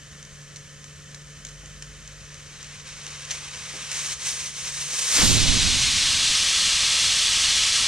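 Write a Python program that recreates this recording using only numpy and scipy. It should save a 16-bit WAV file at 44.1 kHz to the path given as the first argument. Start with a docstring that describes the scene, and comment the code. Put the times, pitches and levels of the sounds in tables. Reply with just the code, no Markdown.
"""A refrigerator hums softly and a pressure cooker simmers in a tiled kitchen, as coloured, droplet-laden noise.
Its valve spits as short ringing puffs, bubbles knock in the pot, and a wet, sputtering leak grows in surges.
The weight lifts: a slug of water gushes, spray follows, and the steam cloud buffets mainly the right port.
A loud, steady free jet remains, as noise through the resonances of the open vent, with a soft draught."""
import sys
import numpy as np
from scipy import signal
from scipy.fft import rfft, irfft
from scipy.io import wavfile

SR = 44100
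rng = np.random.default_rng(int(sys.argv[2]) if len(sys.argv) > 2 else 0)


def persist_wave(psi):
    """Save psi, clipped to +-1, as 16-bit WAV."""
    counts = np.round(np.clip(psi, -1, 1) * 32767).astype(np.int16)
    wavfile.write(sys.argv[1], SR, np.atleast_2d(counts).T)


N = 347155
TIME = np.arange(N) / SR
BINS = np.fft.rfftfreq(N, 1 / SR)

# multiples of the compressor shaft speed that sound [order], and their relative levels [level_db]
SHAFT_HZ = 48.44
HUM_ORDERS = [3, 6, 9, 11, 12, 13, 19, 27, 36]
HUM_ORDERS_DB = [-2, -29.5, -19.5, -19.5, -28, -29.5, -34, -29, -17]
# course of the refrigerator hum, common to these orders: time_s, relative level_db
HUM_LEVEL = [(0, -47.5), (3.3, -48), (3.6, -50.5), (4.6, -49.5), (4.85, -46), (4.97, -54), (7.8, -64)]

# relative power spectra of the noise sources: frequency_hz, density_db (per Hz)
SIMMER_SPECTRUM = [(20, -4), (80, -0.5), (190, -5), (330, -17.5), (520, -15.5), (860, -23), (1300, -13),
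                   (2000, -14.5), (4800, -18.5), (6300, -12.5), (9000, -22.5), (11000, -36), (14000, -42),
                   (15500, -55.0)]
SPIT_SPECTRUM = [(300, -13), (900, -10), (1800, 0), (4500, -2.5), (6300, 6.5), (7400, 0), (9300, -7),
                 (11300, -24), (15000, -34)]
LEAK_SPECTRUM = [(60, -52), (250, -18.5), (500, -15.5), (800, -13.5), (1200, -6.5), (2500, -2.5),
                 (4500, -5.0), (6200, 0.5), (9300, -7.5), (11300, -26), (14000, -30), (15500, -41.2)]
GUSH_SPECTRUM = [(80, -12), (250, -3), (500, -4), (850, -6.5), (1400, -2), (2400, -2.5), (4500, -11),
                 (10000, -35)]  # the slug of water that leaves first
SPRAY_SPECTRUM = [(200, -27), (700, -22), (1400, -14), (2500, -5), (4200, 0.5), (5700, -0.5), (7300, -3),
                  (9200, -6), (11000, -19), (13000, -20), (15000, -33)]
JET_SPECTRUM = [(200, -32.5), (400, -24), (750, -18.5), (1100, -11.5), (2000, -6.5), (3000, 1),
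                (4100, -0.9), (6400, -3), (9000, -7.5), (10300, -15), (11600, -27), (14000, -39),
                (15300, -57)]
BUFFET_SPECTRUM = [(15, -1), (35, 1), (100, -1.5), (240, -8), (400, -20.5), (800, -25.5), (1600, -32.5),
                   (4000, -72)]
DRAUGHT_SPECTRUM = [(15, -3), (60, 2), (150, -4), (250, -10.5), (400, -17.5), (1000, -30)]

# resonances and notches of valve, lid and wall: frequency_hz, width_hz, gain_db
SIMMER_PEAKS = [(660, 110, 0), (890, 57, -9), (1835, 160, 5), (3053, 95, 8.5), (7120, 340, -5)]
LEAK_PEAKS = [(507, 59, 7.5), (1397, 65, -6), (1720, 180, -1.5), (3120, 220, 2), (3780, 130, 4),
              (4160, 170, 3.3), (7278, 510, -5), (8200, 80, 3.5)]
RISING_JET_PEAKS = [(1400, 94, -2), (1701, 200, -0.5), (2280, 720, 2), (3390, 100, 3.5), (4048, 580, 5),
                    (4800, 160, 3.5), (5300, 130, 3.5), (6000, 740, 3.5), (6820, 130, 5), (8100, 200, 4)]
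SETTLED_JET_PEAKS = [(524, 50, 4), (870, 50, -1.5), (960, 100, -1.5), (1430, 95, -6.5), (1905, 41, 3.5),
                     (2570, 50, -4), (3420, 93, 5), (3930, 57, 1), (4113, 140, 3.5), (4340, 92, 5.1),
                     (5500, 220, 3), (6020, 320, 3), (8549, 200, 0)]
# thin whistling resonances of the fully open vent: frequency_hz, width_hz, gain_db
WHISTLES = [(1276, 45, 3.5), (2760, 60, 1), (3420, 50, -1), (4840, 85, 2.5), (5650, 55, 0), (5980, 80, 0),
            (6240, 55, 4), (7800, 99, 3.5), (8870, 130, -0.5)]

# dull knocks of water boiling in the pot: start_s, relative level_db
KNOCKS = [(1.634, -44), (3.074, -42), (3.309, -49), (3.563, -46), (3.739, -36), (3.754, -37.5),
          (4.934, -37)]
# low modes of the pot: nominal pitch_hz, relative level_db, decay t60_s
POT_MODES = [(330, -2.5, 0.078), (424, -3, 0.12), (525, 0.5, 0.084), (640, -1, .06), (780, -1, .06)]
# spits of water at the valve: start_s, relative level_db, ring pitch_hz
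SPITS = [(0.2269, -32.5, 5950), (0.25, -35, 6430), (0.5596, -28, 4090), (0.5675, -31, 6280),
         (0.841, -30, 6170), (1.145, -25.5, 3970), (1.4495, -23.5, 6720), (1.467, -32, 6260),
         (1.4864, -32.5, 6280), (1.658, -33, 6300), (1.8228, -24, 5970), (2.076, -31, 6100),
         (2.342, -30, 6190), (2.628, -27.5, 6090), (2.643, -30, 3080), (3.065, -24, 2780),
         (3.25, -29, 2900), (3.3072, -17, 3700), (3.3118, -15, 5900), (3.915, -18, 6140),
         (3.989, -22, 5760)]

# pressure drives steam past the seated weight: time_s, flow level_db
PRESSURE = [(0, -82), (2.0, -56), (2.6, -46.5), (3.2, -41), (3.85, -37.5), (4.4, -33), (4.65, -34),
            (4.87, -31.5), (5.1, -26.5)]
# the weight tips and lets out a surge: start_s (middle of the opening), length_s, gain_db
SURGES = [(2.863, 0.038, 3), (3.3, 0.09, 3), (3.906, 0.233, 4), (4.247, 0.075, 5)]
# water plugs the gap for a moment: centre_s, half_length_s, dip gain_db (negative)
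CHOKES = [(2.84, 0.025, -5), (3.28, 0.013, -3.5), (3.517, 0.028, -2), (4.173, 0.023, -6),
          (4.525, 0.029, -5.5), (4.714, 0.013, -2.5), (4.896, 0.012, -2)]
# eddies in the steam cloud: centre_s, gain_db
EDDIES = [(5.52, 2.5), (6.17, 0), (6.3, 8.5)]

# the two microphone ports: frequency_hz, likeness (1 is identical)
PORT_LIKENESS = [(50, 1), (300, 0.68), (1200, 0.79), (4000, 1), (7000, 0.62), (9500, 0.98), (10700, .4),
                 (11700, .15), (16000, .1)]
# their level difference, left over right: frequency_hz, difference_db
PORT_TILT = [(100, 0), (3200, 1), (5500, -0.5), (6900, 1.5), (7700, -6), (8800, 0), (9900, 1.5),
             (11500, -3), (15000, -1.5)]
# their phase difference, by which the left leads: frequency_hz, lead_rad
PORT_LEAD = [(100, 0.38), (1000, 0.075), (2700, -0.67), (5300, -0.82), (6400, -1.26), (7150, -1.95),
             (8200, -0.53), (9300, -1.33), (11000, -1.5)]

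# middle and length of the weight's lift, and the flow level of the open vent
LIFT_S, OPENING_S, OPEN_DB = 5.12, 0.062, -20.5
# middle and length of the change from leak to free jet
FREE_S, FREEING_S = 5.29, .24
# centre, rise and fall of the spray of water that stood in the vent
SPRAY_S, SPRAY_RISE_S, SPRAY_FALL_S = 5.24, .1, .11
# the flow overshoots as the vent clears, then sags
OVERSHOOT_DB, SAG_DB, SAG_S, SAG_LENGTH_S = 0.9, -1.6, 5.42, .12
SURGE_EDGE_S = 0.038  # time a surge takes to open, and to close
SETTLE_S = 6.15  # the weight settles at the top: middle of the change of resonances
# the cloud of steam reaches the microphone, then thins out
GUST_S, GUST_DB, GUST_RISE_DB_PER_S, GUST_FALL_DB_PER_S = 5.245, -19.5, 305, 25
# the stereo image narrows: middle and length of the change, and change of side level
NARROW_S, NARROWING_S, NARROW_DB = 5.635, 0.83, -19
EDGE_HZ = 15250  # upper band edge


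def gain_of(db):
    """Level definition: decibels to amplitude."""
    return 10 ** (np.asarray(db) / 20)


def evened(x):
    """Normalisation by mean power: scales to rms 1."""
    return x / np.sqrt(np.mean(abs(x) ** 2) + 1e-20)


def lowpass(x, hz):
    """Zero-phase filtering: a smooth low-pass without delay."""
    return irfft(rfft(x) / (1 + (BINS / hz) ** 4), N)


def wander(rate_hz):
    """Band-limited random modulation of rms 1, up to about the given rate."""
    return evened(lowpass(rng.standard_normal(N), rate_hz))


def curve(rows, axis=1):
    """Linear interpolation of one column of a time table, at every sample."""
    rows = np.array(rows)
    return np.interp(TIME, rows[:, 0], rows[:, axis])


def ramp(middle_s, length_s):
    """Half-sine transition from 0 to 1."""
    return .5 + .5 * np.sin(np.pi * np.clip((TIME - middle_s) / length_s, -.5, .5))


def bell(s, before_s, after_s):
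    """Gaussian swell to 1 and back, with separate rise and fall."""
    return np.exp(-((TIME - s) / np.where(TIME < s, before_s, after_s)) ** 2)


def burst(s, hold_s, rise_db_per_s, fall_db_per_s):
    """Exponential attack, hold and exponential release, as a gain of at most 1."""
    attack_db = np.minimum(TIME - s, 0) * rise_db_per_s
    release_db = np.maximum(TIME - s - hold_s, 0) * fall_db_per_s
    return gain_of(attack_db - release_db)


def read(points):
    """Interpolation on a log frequency axis: a table at every bin."""
    hz, value = np.transpose(points)
    return np.interp(np.log(BINS + 1), np.log(hz + 1), value)


def colour(spectrum, peaks=()):
    """Resonant shaping: gain of a broad spectrum with bell-shaped peaks and notches on it."""
    peaks_db = sum(db * np.exp(-2 * ((BINS - hz) / width) ** 2) for hz, width, db in peaks)
    return gain_of(read(spectrum) + peaks_db)


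def turbulence(drops_per_s, drop_share, spread_db):
    """Random impulses in noise: droplets burst as clicks of uneven size; total rms is about 1."""
    size = gain_of(spread_db * np.minimum(rng.exponential(1, N), 3))
    falls = rng.random(N) < drops_per_s / SR
    drops = evened(rng.choice([-1, 1], (2, N)) * size * falls)
    share = np.clip(drop_share, 0, 1)
    return np.sqrt(1 - share) * rng.standard_normal((2, N)) + np.sqrt(share) * drops


def tiles(wall_s=.0019, wall=0.064, scatter=0.23, t60=0.094):
    """Room reflection: response of the direct path, one close reflection, and short scatter off the tiles."""
    taps = rng.standard_normal(N) * (rng.random(N) < 2000 / SR) * (TIME > .004)
    taps = taps * gain_of(-60 * TIME / t60)
    reflection = wall * np.exp(-2j * np.pi * BINS * wall_s)
    return 1 + reflection + scatter * rfft(taps) / np.linalg.norm(taps)


def ports(drive, gain):
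    """Partial coherence: colours two unrelated drives and mixes them as the two ports hear the cooker."""
    a, b = rfft(drive)
    same, tilt = np.clip(read(PORT_LIKENESS), -1, 1), gain_of(read(PORT_TILT) / 2)
    shared = same * np.exp(-1j * read(PORT_LEAD)) / tilt
    own = np.sqrt(1 - same ** 2) / tilt
    # white drive of rms 1 gives a mean of both ports of rms 1
    centre = np.sqrt(abs(tilt + shared) ** 2 + own ** 2) / 2
    return irfft(np.array([tilt * a, shared * a + own * b]) * evened(gain) / centre, N)


def hum(waver=.001, throb_db=1.0, drone_db=-50, drone_s=1.42, drone_hold_s=.75,
        drone_rise_db_per_s=90, drone_fall_db_per_s=45):
    """Harmonic series of a slightly wavering compressor shaft; its first order swells and fades as a drone."""
    turns = np.cumsum(SHAFT_HZ * (1 + waver * wander(3.2))) / SR
    lines = sum(gain_of(db) * np.sin(2 * np.pi * order * turns)
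                for order, db in zip(HUM_ORDERS, HUM_ORDERS_DB))
    swell = burst(drone_s, drone_hold_s, drone_rise_db_per_s, drone_fall_db_per_s)
    drone = gain_of(drone_db) * swell * np.sin(2 * np.pi * turns)
    throb = gain_of(curve(HUM_LEVEL) + throb_db * wander(6.2))
    return np.sqrt(2) * (throb * lines + drone)  # sine levels are rms


def simmer(level_db=-47.0, flicker_db=.5, rumble_edge_hz=30):
    """Broadband noise with impulses: burner rumble and the fine fizz of the boiling pot."""
    fizz = turbulence(drops_per_s=500, drop_share=0.063, spread_db=6)
    highpass = BINS / np.hypot(BINS, rumble_edge_hz)
    gain = colour(SIMMER_SPECTRUM, SIMMER_PEAKS) * highpass * tiles()
    return gain_of(level_db + flicker_db * wander(21)) * ports(fizz, gain)


def knocks(level_db=-9):
    """Impulsive modal excitation: large bubbles collapse and ring the low modes of the pot."""
    t = np.arange(SR // 4) / SR
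    out = np.zeros(N + len(t))
    for s, knock_db in KNOCKS:
        # every mode is slightly detuned at each knock
        ring = sum(gain_of(db - 60 * t / t60) * np.sin(2 * np.pi * hz * rng.uniform(0.933, 1.04) * t)
                   for hz, db, t60 in POT_MODES)
        out[round(s * SR):][:len(t)] += gain_of(knock_db + level_db) * ring
    return out[:N]


def wind(left_db=-10.5, right_db=5.0, lump_db=1.7, draught_db=-43.5, hold_s=0.025, eddy_s=.03):
    """Turbulent pressure on the ports: a cloud buffets mainly the right; the jet keeps up a lumpy draught."""
    def lumpy(shape):
        """Coloured noise under slow random modulation, at rms 1."""
        noise = irfft(rfft(rng.standard_normal(N)) * colour(shape), N)
        return evened(noise * gain_of(lump_db * wander(18)))

    left, right, draught = lumpy(BUFFET_SPECTRUM), lumpy(BUFFET_SPECTRUM), lumpy(DRAUGHT_SPECTRUM)
    cloud = burst(GUST_S, hold_s, GUST_RISE_DB_PER_S, GUST_FALL_DB_PER_S) * (1 - ramp(6.37, 0.22))
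    eddies_db = sum(db * bell(s, eddy_s, eddy_s) for s, db in EDDIES)
    buffets = np.array([gain_of(left_db) * left, gain_of(right_db) * right])
    gust = gain_of(GUST_DB + eddies_db) * cloud * buffets
    return gust + gain_of(draught_db) * ramp(FREE_S, FREEING_S) * draught


def spits(level_db=-9.0, tail_db=-15.5, tail_s=0.033, attack_s=0.0012, length_s=.0038,
          ring_db=-8.0, ring_s=0.0024):
    """Transient excitation: ragged puffs of milliseconds ring the valve and are thrown back by the tiles."""
    envelope, rings = np.zeros(N), np.zeros(N)
    for s, spit_db, hz in SPITS:
        span = (TIME >= s) & (TIME < s + .25)
        t = TIME[span] - s
        rise = gain_of(spit_db) * np.minimum(t / attack_s, 1)
        puff, tail = np.exp(-(t / length_s) ** 2), gain_of(tail_db) * np.exp(-t / tail_s)
        envelope[span] += rise * (puff + tail)
        rings[span] += rise * np.exp(-t / ring_s) * np.sin(2 * np.pi * hz * t)
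    drive = turbulence(drops_per_s=2300, drop_share=0.36, spread_db=1.0)
    puffs = ports(drive * envelope, colour(SPIT_SPECTRUM))
    return gain_of(level_db) * puffs + gain_of(ring_db) * rings


def gush(level_db=-26.0, gurgle_db=0.5, start_s=5.183, hold_s=0.049, rise_db_per_s=310, fall_db_per_s=290):
    """Two-phase discharge: the first slug of water leaves the vent with a throaty splash."""
    drive = turbulence(drops_per_s=700, drop_share=0.21, spread_db=0)
    envelope = burst(start_s, hold_s, rise_db_per_s, fall_db_per_s)
    return gain_of(level_db + gurgle_db * wander(60)) * envelope * ports(drive, colour(GUSH_SPECTRUM))


def flow():
    """Pressure-driven flow level in dB: rising pressure with surges and chokes, then the open vent."""
    seated = curve(PRESSURE) + sum(db * bell(s, half, half) for s, half, db in CHOKES)
    seated = seated + sum(db * (ramp(s, SURGE_EDGE_S) - ramp(s + length, SURGE_EDGE_S))
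                          for s, length, db in SURGES)
    overshoot = OVERSHOOT_DB * bell(SPRAY_S, SPRAY_RISE_S, SPRAY_FALL_S)
    sag = SAG_DB * bell(SAG_S, SAG_LENGTH_S, SAG_LENGTH_S)
    vent = OPEN_DB + overshoot + sag
    return seated + (vent - seated) * ramp(LIFT_S, OPENING_S)


def leak(level_db=-0.17, sputter_db=1.04, sputter_hz=40, brighten=0.6, treble_hz=6800, even_flow_db=-35,
         bubbling_hz=3000, wet_db=3.0, dry_db=-1.2, drying_at_s=4.02, drying_s=0.53):
    """Throttled two-phase flow: water in the gap sputters and bubbles until blown dry; more flow is brighter."""
    drive = turbulence(drops_per_s=450, drop_share=0.077, spread_db=3.0)
    treble, low = drive - lowpass(drive, treble_hz), lowpass(drive, bubbling_hz)
    bright_db = brighten * np.clip(flow() - even_flow_db, -12, 6)
    bubbling_db = wet_db + (dry_db - wet_db) * ramp(drying_at_s, drying_s)
    drive = drive + treble * (gain_of(bright_db) - 1) + low * (gain_of(bubbling_db) - 1)
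    sputter = gain_of(level_db + sputter_db * wander(sputter_hz))
    return ports(drive * sputter, colour(LEAK_SPECTRUM, LEAK_PEAKS) * tiles(scatter=0.24))


def spray(level_db=0):
    """Atomisation: the water standing in the vent is blown out as broad, gritty noise."""
    drive = turbulence(drops_per_s=2200, drop_share=0.16, spread_db=3.0)
    return gain_of(level_db) * ports(drive, colour(SPRAY_SPECTRUM))


def jet(level_db=0, flutter_db=0.5, flutter_hz=25):
    """Jet noise with resonance: the vent rings, and its resonances and reflections shift as the weight settles."""
    settled = np.clip((TIME - SETTLE_S) / 0.6 + .5, 0, 1)
    rising_vent = colour(JET_SPECTRUM, RISING_JET_PEAKS) * tiles()
    rising = ports(rng.standard_normal((2, N)), rising_vent)
    open_vent = colour(JET_SPECTRUM, [*SETTLED_JET_PEAKS, *WHISTLES])
    open_vent = open_vent * tiles(wall_s=.0017, wall=0.045, scatter=0.21)
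    steady = ports(rng.standard_normal((2, N)), open_vent)
    blend = np.sqrt(1 - settled) * rising + np.sqrt(settled) * steady
    return gain_of(level_db + flutter_db * wander(flutter_hz)) * blend


def valve():
    """Power sharing of one steam flow between leak, spray and jet, timed to the lift of the weight."""
    free, wet = ramp(FREE_S, FREEING_S), bell(SPRAY_S, SPRAY_RISE_S, SPRAY_FALL_S)
    steam = np.sqrt(1 - free) * leak() + np.sqrt(free) * jet()
    return gain_of(flow()) * (np.sqrt(1 - wet) * steam + np.sqrt(wet) * spray())


def scene(side_db=1.0):
    """Superposition: the cooker, its image narrowing after the lift, with wind and hum."""
    left, right = simmer() + knocks() + spits() + gush() + valve()
    width = gain_of(side_db + NARROW_DB * ramp(NARROW_S, NARROWING_S))
    mid, side = (left + right) / 2, width * (left - right) / 2
    return np.array([mid + side, mid - side]) + wind() + hum()


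def record(dry):
    """Band limitation: a steep linear-phase low-pass."""
    band = signal.firwin(401, EDGE_HZ, window=("kaiser", 9), fs=SR)
    return signal.oaconvolve(dry, band[None], "same", axes=1)


dry = scene()
out = record(dry)
persist_wave(out)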